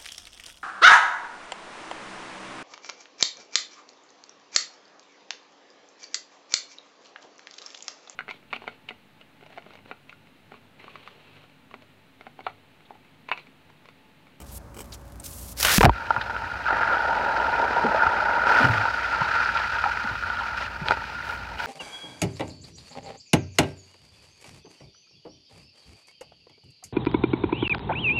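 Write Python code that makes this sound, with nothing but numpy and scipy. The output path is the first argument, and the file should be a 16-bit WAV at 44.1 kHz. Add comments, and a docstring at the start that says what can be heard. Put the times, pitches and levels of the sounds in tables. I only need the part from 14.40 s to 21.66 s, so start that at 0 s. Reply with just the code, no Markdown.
"""Outdoors at a full water tank, microphone close to the plug. The plug creaks and leaks as it is
unscrewed, and at 1.2 s lets go in a burst of spray. Around 1.4 s water slaps the microphone and
fills its port, so the water sounds muffled and hollow from there on. From 1.5 s the jet pounds wet
concrete, with low gulps and fat splats; from about 4 s a valve pushed into it breaks it into spray."""
import sys
import numpy as np
from scipy import signal
from scipy.fft import rfft, irfft
from scipy.io import wavfile

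SR = 44100
rng = np.random.default_rng(int(sys.argv[2]) if len(sys.argv) > 2 else 0)


def transcribe(u):
    """Save the signal u as a 16-bit wav file named by the first command-line argument.

    u: samples, shape (n,) or (channels, n), limited to [-1, 1]; the rate is SR.
    q: integer samples, one column per channel.
    """
    v = np.clip(np.atleast_2d(u).T, -1, 1)
    q = np.round(v * 32767).astype(np.int16)
    wavfile.write(sys.argv[1], SR, q)


N = 320166
TIME = np.arange(N) / SR
HZ = np.fft.rfftfreq(4096, 1 / SR)  # the filter grid


# The jet runs clear, frays into a white gush, then is throttled by the valve:
# (time [s], pounding level [dB], plunge re pounding [dB], spatter re pounding [dB])
JET_FLOW = [(1.53, -37, -5.5, -7.5), (1.8, -34.5, -1, -8.5), (2.231, -35, -5, -8.5), (2.29, -23, -8, -16),
            (2.5, -23, -6.5, -16.5), (2.75, -26.5, -0.5, -12.5), (3.5, -25.5, 0.5, -12),
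            (4.04, -24, -4, -15), (4.35, -22.5, -6.5, -11.5), (4.549, -29, -6.5, -7.5),
            (5.0, -22, -12, -12), (5.65, -29.5, -11.5, -9), (6.05, -30.5, -11, -9), (6.4, -37, -7.5, -7.5),
            (6.65, -35.5, -8.5, -4.5), (7.151, -39.5, -3.5, -5)]
# It surges or is briefly blocked: (start [s], length [s], change of pounding [dB], plunge [dB],
# spatter [dB])
JET_SURGES = [(2.3, 0.051, 0.5, 9.5, -2.5), (2.498, 0.069, 1.5, 5.5, 0.5), (3.58, 0.1, 3.5, -0.5, -0.5),
              (4.054, 0.217, 5, 4.5, 6.5), (5.034, 0.12, -4, -3, -0.5), (5.264, 0.064, -4.5, -3, -0.5),
              (5.746, 0.11, -7.5, -12, -1.5), (6.162, 0.11, 3.5, 4, 6.5), (6.451, 0.1, 1, 15.5, 7.5),
              (6.867, 0.078, 5.5, 6.5, 3), (7.178, .12, 4.5, 7, 9)]
# Its three voices out on the concrete, ahead of the port: (frequency [Hz], level [dB])
PLUNGE_SPECTRUM = [(40, -54), (120, -17), (220, -7.5), (350, -5), (600, 3.5), (950, 6.5), (1150, -9.5),
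                   (1600, -28.5), (4000, -52)]
POUND_SPECTRUM = [(300, -52.5), (850, -16), (1200, 5), (1900, 1.5), (2400, -6), (4000, -15), (9000, -44)]
SPATTER_SPECTRUM = [(600, -27.5), (1600, -7), (2400, 2.5), (3200, -1.5), (16000, 7)]

def jet():
    """Lumps of water land on wet concrete: a hollow plunge, hard pounding, bubbles and fine spatter."""
    pound_db, plunge_db, spatter_db = curves(JET_FLOW)
    plunge_db, spatter_db = pound_db + plunge_db, pound_db + spatter_db
    for start, length, harder_db, deeper_db, finer_db in JET_SURGES:
        surge = gate(start, start + length, fade=0.015)
        pound_db += harder_db * surge
        plunge_db += deeper_db * surge
        spatter_db += finer_db * surge
    port = flooded_port()
    lumps = np.minimum(wander(hz=55), 1.5)  # all three voices swell together
    plunge_hits = drops(per_s=1500, spread_db=3.2, wash=0.4) * amp(1.2 * lumps + 1.5 * wander(hz=30))
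    plunge = unit_rms(colour(plunge_hits, spectrum(PLUNGE_SPECTRUM) + port))
    pound_hits = drops(per_s=1600, spread_db=3, wash=0.71) * amp(2.2 * lumps)
    pound = unit_rms(colour(pound_hits, spectrum(POUND_SPECTRUM) + port))
    gurgle = unit_rms(colour(bubbles(per_s=420, low_hz=819, high_hz=2017), port))
    spatter_hits = drops(per_s=2200, spread_db=1, wash=0.99) * amp(1.5 * lumps)
    spatter = unit_rms(colour(spatter_hits, spectrum(SPATTER_SPECTRUM) + port))
    tinkle = unit_rms(colour(bubbles(per_s=160, low_hz=1787, high_hz=5900), port))
    coarse = 0.86 * pound + amp(-8) * gurgle
    fine = 0.85 * spatter + 0.5 * tinkle
    water = amp(pound_db) * coarse + amp(plunge_db) * plunge + amp(spatter_db) * fine
    return water * gate(1.5, 9, fade=0.036)


def bubbles(per_s, low_hz, high_hz, sizes=16):
    """Air trapped where the jet lands rings for a few cycles, barely rising in pitch."""
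    out, t = np.zeros(N), TIME[:1024]
    for hz in np.geomspace(low_hz, high_hz, sizes):
        age = hz * t / 4.5  # in decay times of 4.5 cycles
        ring = np.exp(-age) * (1 - np.exp(-8 * age)) * np.sin(2 * np.pi * hz * t * (1 + 0.012 * age))
        births = rng.random(N) ** 2 * (rng.random(N) < per_s / sizes / SR)
        out += signal.oaconvolve(births, ring)[:N]
    return out


# Treble loss through the water in the port: (frequency [Hz], gain [dB])
PORT_MUFFLE = [(100, 0.5), (1600, -0.5), (2200, -4), (3000, -6.5), (3500, -11), (4000, -9.5), (4900, -12),
               (6000, -21.5), (8000, -34.5), (10000, -42.5), (15500, -55.5)]
# The port's resonances and notches: (frequency [Hz], width [Hz], gain [dB])
PORT_RESONANCES = [(920.5, 122, 8.5), (1120, 157, -9.5), (1423, 245, 12.5), (2140, 230, -2.5),
                   (2460, 65, 4.5)]

def flooded_port():
    """Water in the microphone port swallows the treble and rings at two main hollow pitches; in dB."""
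    return spectrum(PORT_MUFFLE) + sum(db * bell(hz, width) for hz, width, db in PORT_RESONANCES)


# Fat splats, heard through the flooded port: (time [s], peak level [dB], centre [Hz], decay [s])
NEAR_SPLATS = [(1.706, -4.5, 1000, 0.0037), (1.764, -9, 1040, 0.0063), (1.8116, -17.5, 1710, 0.0093),
               (1.815, -19.5, 3670, 0.0075), (1.898, -17.5, 990, 0.0018), (1.965, -16, 1410, 0.0012),
               (2.264, -14, 1470, 0.0095), (2.288, -15, 1480, 0.0055), (2.431, -10, 1310, 0.0052),
               (3.546, -11, 647, 0.019), (3.621, -12, 1400, 0.012), (3.667, -8.5, 1340, 0.0083),
               (4.07, -7.5, 1400, 0.00081), (4.336, -10, 1400, 0.0046), (4.419, -21, 1400, 0.003),
               (4.454, -10.5, 960, 0.0048), (4.817, -12, 980, .0043), (4.953, -11.5, 1410, 0.0035),
               (5.059, -12.5, 1460, 0.0066), (5.09, -12, 1520, 0.007), (5.173, -14, 3040, .005),
               (5.44, -9, 1130, 0.0057), (5.455, -15, 815, 0.021), (5.573, -15.5, 1500, 0.0025),
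               (5.836, -16.5, 1420, 0.0064), (5.901, -13.5, 1500, 0.0013), (6.01, -22, 930, 0.019),
               (6.485, -6, 3760, 0.00081), (6.509, -4, 1280, 0.00099), (6.5196, -7.5, 940, 0.001),
               (6.572, -19.5, 880, 0.0035)]

def splats():
    """Single splats near the microphone: short ones crack, longer ones are round plops."""
    out, port = np.zeros(N), flooded_port()
    jet_s, pound_db = np.transpose(JET_FLOW)[:2]
    stray_count, stray_hz, stray_decay_s = 10, 1400, 0.0023
    strays = []  # lesser splats fall at random and follow the force of the jet
    for when, size in rng.random((stray_count, 2)):
        s = jet_s[0] + when * (jet_s[-1] - jet_s[0])
        db = np.interp(s, jet_s, pound_db) + 11.5 + 4 * (2 * size - 1)
        strays.append((s, db, stray_hz, stray_decay_s))
    for s, db, hz, decay_s in NEAR_SPLATS + strays:
        band_db = 1.58 * hump(hz, sharpness=0.75 + 450 * decay_s)
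        add(out, s, amp(db) * unit_peak(colour(impact(decay_s, scatter=0.9), band_db + port)))
    return out


# Sharp slaps of water close by: (time [s], ring level [dB], ring pitch [Hz], crack level [dB])
CLOSE_SLAPS = [(1.249, -18.5, 2890, -8.5), (1.3816, -4.5, 192, -6), (1.408, -4.5, 454, -3.5),
               (1.4117, -4, 970, -5), (1.430, -17, 1510, -3.5), (1.436, -1.5, 784, -11),
               (1.4458, -2, 125, -3), (1.453, -1.5, 776, -1), (1.460, -1.5, 720, -13),
               (1.468, -14, 390, -28), (1.474, -8.5, 101, -31), (1.4943, -3.5, 940, -13.5)]

def slaps():
    """First a splash off the hand, then water hitting the microphone; each cracks, rings and thuds."""
    flood_start_s, flood_length_s = 1.452, 0.013
    muffle, t = spectrum(PORT_MUFFLE), TIME[:8192]
    sheet = unit_rms(colour(rng.standard_normal(N), 4.9 * hump(166, sharpness=0.5) + muffle))
    out = amp(-18) * sheet * gate(1.425, 1.51, fade=0.02)  # buffeting under the later slaps
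    thud = amp(-12.5 - 60 * t / 0.17) * np.sin(2 * np.pi * 55 * t)
    for s, db, hz, crack_db in CLOSE_SLAPS:
        decay_s = 0.0028 + 0.66 / hz  # low rings last longer
        ring = np.sin(2 * np.pi * hz * t) * np.exp(-t / decay_s) * (1 - np.exp(-t / 0.0004))
        filled = np.clip((s - flood_start_s) / flood_length_s, 0, 1)  # cracks dull as the port fills
        band_db = 2.15 * hump(1240, sharpness=0.94) + (0.2 + 0.8 * filled) * muffle
        crack = unit_peak(colour(impact(decay_s=0.0021, scatter=1.8), band_db))
        add(out, s, amp(db) * (ring + thud) + amp(crack_db) * crack)
    return out


# The plug lets go: (time [s], spray level [dB], splash re spray [dB])
BURST_LEVELS = [(1.168, -43, -15), (1.183, -35, -14), (1.24, -28.5, -4), (1.26, -26, 2.5),
                (1.31, -22.5, 0.5), (1.382, -19.5, -11)]
# The last turns give way and spray hits the hand: (time [s], spray boost [dB], extra splash boost [dB])
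BURST_KICKS = [(1.199, 16, -10), (1.227, 16.5, 1.5), (1.247, 12, 3)]
# Spray in the air and splash off the hand: (frequency [Hz], level [dB])
SPRAY_SPECTRUM = [(1200, -4.5), (2500, -4), (5300, 3.5), (8000, -2), (13000, -1.5), (16000, -6.5)]
SPLASH_SPECTRUM = [(60, 3), (350, -17), (530, 4), (700, 1), (1100, 6), (1600, 10.5), (2300, 6.5),
                   (4000, 1.5), (9000, -48)]

def burst():
    """At close range, bright spray fans out round the plug and splashes off the hand."""
    rise_s, decay_s = 0.002, 0.0081
    spray_db, splash_db = curves(BURST_LEVELS)
    for s, spray_boost_db, splash_boost_db in BURST_KICKS:
        age = np.maximum(TIME - s, 0)
        kick = np.minimum(age / rise_s, 1) * np.exp(-age / decay_s)
        spray_db += spray_boost_db * kick
        splash_db += splash_boost_db * kick
    spray = unit_rms(colour(drops(per_s=5400, spread_db=7, wash=1.04), spectrum(SPRAY_SPECTRUM)))
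    splash = unit_rms(colour(drops(per_s=3000, spread_db=2.5, wash=0.8), spectrum(SPLASH_SPECTRUM)))
    covered_db = -17 * np.clip((TIME - 1.381) / 0.0053, 0, 1)  # the first water covers the port
    level = amp(spray_db + covered_db + 0.8 * wander(hz=60)) * gate(1.165, 1.465, fade=0.0089)
    return level * (spray + amp(splash_db) * splash)


# Low gulps of air and water: (time [s], throb peak level [dB], pitch [Hz], time to fall 60 dB [s])
AIR_POCKETS = [(1.77, -31, 114, 0.12), (3.44, -21.5, 214, 0.21), (3.445, -18.5, 396, 0.089),
               (3.665, -28.5, 68, 0.1), (4.201, -24.5, 273.7, 0.42), (4.241, -16.5, 130, 0.16),
               (4.294, -19.5, 109.3, 0.29), (4.375, -31, 106, 0.38), (4.815, -22, 119, 0.025),
               (5.644, -30, 200, 0.06), (5.711, -32, 111.6, 0.24), (6.415, -28.5, 139, 0.15),
               (6.49, -31, 102, 0.14)]

def gulps():
    """Large pockets of air throb briefly at an unsteady pitch while the water churns round them."""
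    out, t = np.zeros(N), TIME[:8192]
    wobble = 1 + 0.13 * wander(hz=70)
    for s, db, hz, t60 in AIR_POCKETS:
        cycles = np.cumsum(hz * wobble[round(s * SR):][:len(t)]) / SR
        throb = (1 - np.exp(-t / 0.0019)) * amp(-60 * t / t60) * np.sin(2 * np.pi * cycles)
        band_db = 2 * hump(1.52 * hz, sharpness=1.25) + spectrum(PORT_MUFFLE)
        churn = colour(impact(t60 / 7, scatter=4), band_db)
        add(out, s, amp(db) * (unit_peak(throb) + amp(-5) * unit_peak(churn)))
    return out


# The plastic plug's resonances: (frequency [Hz], relative level [dB], time to fall 60 dB [s])
PLUG_MODES = [(453, 3.5, 0.018), (1140, 11, 0.0025), (2400, -3, 0.0098), (3020, 1, 0.0099),
              (5640, -12, .018), (8140, -1.5, 0.017), (10800, -13, .012)]
# Slips of the thread: (time [s], peak level [dB])
THREAD_SLIPS = [(.003, -27), (0.019, -31), (0.344, -34), (0.367, -29), (0.374, -29), (.386, -32),
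                (.391, -25.5), (0.405, -25.5), (.417, -28)]
# Small squirts at the plug: (time [s], peak level [dB], starting pitch [Hz], length [s])
PLUG_SQUIRTS = [(0.519, -37.5, 5320, 0.019), (0.532, -39.5, 7730, 0.024), (0.798, -34.5, 10160, 0.0065)]

def plug():
    """Close by, the wet thread sticks and slips in creaks, and squirts whistle with falling pitch."""
    out, t = np.zeros(N), TIME[:3000]
    ring = sum(amp(db - 60 * t / t60) * np.sin(2 * np.pi * hz * t) for hz, db, t60 in PLUG_MODES)
    ring[0] += 9  # the bare click of the slip
    for s, db in THREAD_SLIPS:
        add(out, s, amp(db) * unit_peak(signal.oaconvolve(impact(decay_s=0.0049, scatter=2), ring)))
    for s, db, hz, length in PLUG_SQUIRTS:
        rasp = 1 + 32 * length * rng.standard_normal(len(t))  # longer squirts rasp more
        pitch = hz * (0.55 + 0.45 * np.exp(-t / length)) * rasp
        swell = t * np.exp(-2.5 * (t / length) ** 2)
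        add(out, s, amp(db) * unit_peak(swell * np.sin(2 * np.pi * np.cumsum(pitch) / SR)))
    return out


# Water seeping along the thread: (time [s], level [dB])
SEEP_LEVELS = [(0, -54), (.18, -67), (.2, -67), (.32, -94), (.36, -53), (.6, -66.5), (.82, -61),
               (1.15, -57)]
# Spurts as the plug loosens: (start [s], end [s], level [dB], centre [Hz])
LEAK_SPURTS = [(.057, .128, -54, 5200), (0.113, 0.186, -44.5, 12100), (.835, .876, -41.5, 7500),
               (.836, 1.137, -45, 10200)]
# The leak's bright hiss: (frequency [Hz], level [dB])
LEAK_SPECTRUM = [(1000, -32), (2200, -2), (4000, -2), (6000, -1.5), (12000, -0.5), (16000, -6.5)]

def leak():
    """Water sputters and hisses round the loose plug while the microphone is still dry."""
    leak_db = spectrum(LEAK_SPECTRUM)
    seep = unit_rms(colour(drops(per_s=450, spread_db=5, wash=0.7), leak_db))
    out = amp(curves(SEEP_LEVELS)[0] + 4.4 * wander(hz=70)) * seep * gate(-1, 1.18, fade=0.01)
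    for start, end, db, hz in LEAK_SPURTS:
        for band_hz in (hz / 1.25, hz * 1.25):  # two bands swell independently, so the colour shifts
            droplets = drops(per_s=4400, spread_db=2, wash=0.97)
            hiss = unit_rms(colour(droplets, hump(band_hz, sharpness=1.4) + leak_db))
            out += amp(db + 1.7 * wander(hz=45)) * hiss * gate(start, end, fade=0.0085) / np.sqrt(2)
    return out


# Spells of mist off the valve: (start [s], end [s], level [dB])
MIST_SPELLS = [(4.06, 4.45, -56), (6.815, 7.0, -50), (7.133, 7.4, -54)]

def mist():
    """The valve breaks the jet into fine droplets, a faint hiss behind the pounding."""
    level = sum(amp(db) * gate(start, end, fade=0.14) for start, end, db in MIST_SPELLS)
    return level * unit_rms(colour(drops(per_s=3000, spread_db=3, wash=0.76), hump(6000, sharpness=1.5)))


# Outdoor ambience round the tank: (frequency [Hz], relative level [dB])
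YARD_SPECTRUM = [(20, -26), (40, -8.5), (60, -3), (85, -0.5), (120, -8), (170, -11), (250, -12), (400, -20),
                 (900, -20), (1500, -26), (3000, -40.5), (6000, -41), (16000, -49.5)]
# A faint hum: (frequency [Hz], rms level [dB])
HUM_TONES = [(59.2, -48.5), (565, -60)]

def yard():
    """Distant rumble and a wavering hum."""
    hum = sum(amp(db) * np.sqrt(2) * np.sin(2 * np.pi * hz * TIME + wander(hz=4)) for hz, db in HUM_TONES)
    return amp(-45) * unit_rms(colour(rng.standard_normal(N), spectrum(YARD_SPECTRUM))) + hum


def drops(per_s, spread_db, wash):
    """Impacts of widely varying size over a wash of countless tiny ones."""
    size = amp(spread_db * np.minimum(rng.exponential(1, N), 4))
    hits = size * rng.choice([-1, 1], N) * (rng.random(N) < per_s / SR)
    return unit_rms(unit_rms(hits) + wash * rng.standard_normal(N))


def impact(decay_s, scatter):
    """A push followed by a dying scatter of droplets."""
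    t = TIME[:8192]
    push = scatter * rng.standard_normal(len(t)) * np.exp(-t / decay_s) / np.sqrt(decay_s * SR / 2)
    push[0] += 1
    return push


def wander(hz):
    """Random drift of rms 1, up to about hz changes a second."""
    f = np.fft.rfftfreq(N, 1 / SR)
    return unit_rms(irfft(rfft(rng.standard_normal(N)) * f / (f + hz / 4) / (1 + (f / hz) ** 4), N))


def colour(x, db):
    """Causal filter with the given gain curve."""
    log_gain = np.log(amp(np.concatenate([db, db[-2:0:-1]])))
    taps = np.fft.ifft(np.exp(np.conj(signal.hilbert(log_gain)))).real
    return signal.oaconvolve(x, taps)[:len(x)]


def spectrum(points):
    """A table's gain curve in dB on the filter grid."""
    hz, db = np.transpose(points)
    return np.interp(np.log(HZ + 1), np.log(hz + 1), db)


def hump(hz, sharpness):
    """A broad band around hz, in dB."""
    return -10 * np.log10(1 + (sharpness * np.log2((HZ + 1) / hz)) ** 2)


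def bell(hz, width):
    """Shape of one resonance, 1 at its centre."""
    return 1 / (1 + (2 * (HZ - hz) / width) ** 2)


def curves(rows):
    """Each column after the first as a curve in time."""
    s, *columns = np.transpose(rows)
    return [np.interp(TIME, s, column) for column in columns]


def gate(start, end, fade):
    """Open from start to end, with soft edges."""
    return np.clip((TIME - start) / fade, 0, 1) * np.clip((end - TIME) / fade, 0, 1)


def add(mix, s, sound):
    """Mixes a sound in at time s."""
    part = mix[max(round(s * SR), 0):][:len(sound)]
    part += sound[:len(part)]


def amp(db):
    """Decibels to gain."""
    return 10 ** (np.asarray(db) / 20)


def unit_rms(x):
    """Scales to rms 1."""
    return x / np.sqrt(np.mean(x ** 2) + 1e-20)


def unit_peak(x):
    """Scales to peak 1."""
    return x / (abs(x).max() + 1e-20)


def scene():
    """All sources at the one microphone beside the tank."""
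    return (yard() + leak() + plug() + burst() + slaps() + jet() + mist() + splats() + gulps())[None]


def record(dry):
    """Low cut; the loudest slaps overload the input; then the band limit."""
    low_cut_hz, ceiling, band_limit_hz = 36, 0.63, 15900
    dry = signal.sosfilt(signal.butter(2, low_cut_hz, "highpass", fs=SR, output="sos"), dry)
    limited = dry / (1 + (dry / ceiling) ** 16) ** (1 / 16)
    lowpass = signal.firwin(511, band_limit_hz, window=("kaiser", 9), fs=SR)
    return signal.oaconvolve(limited, lowpass[None], "same")


dry = scene()
out = record(dry)
transcribe(out)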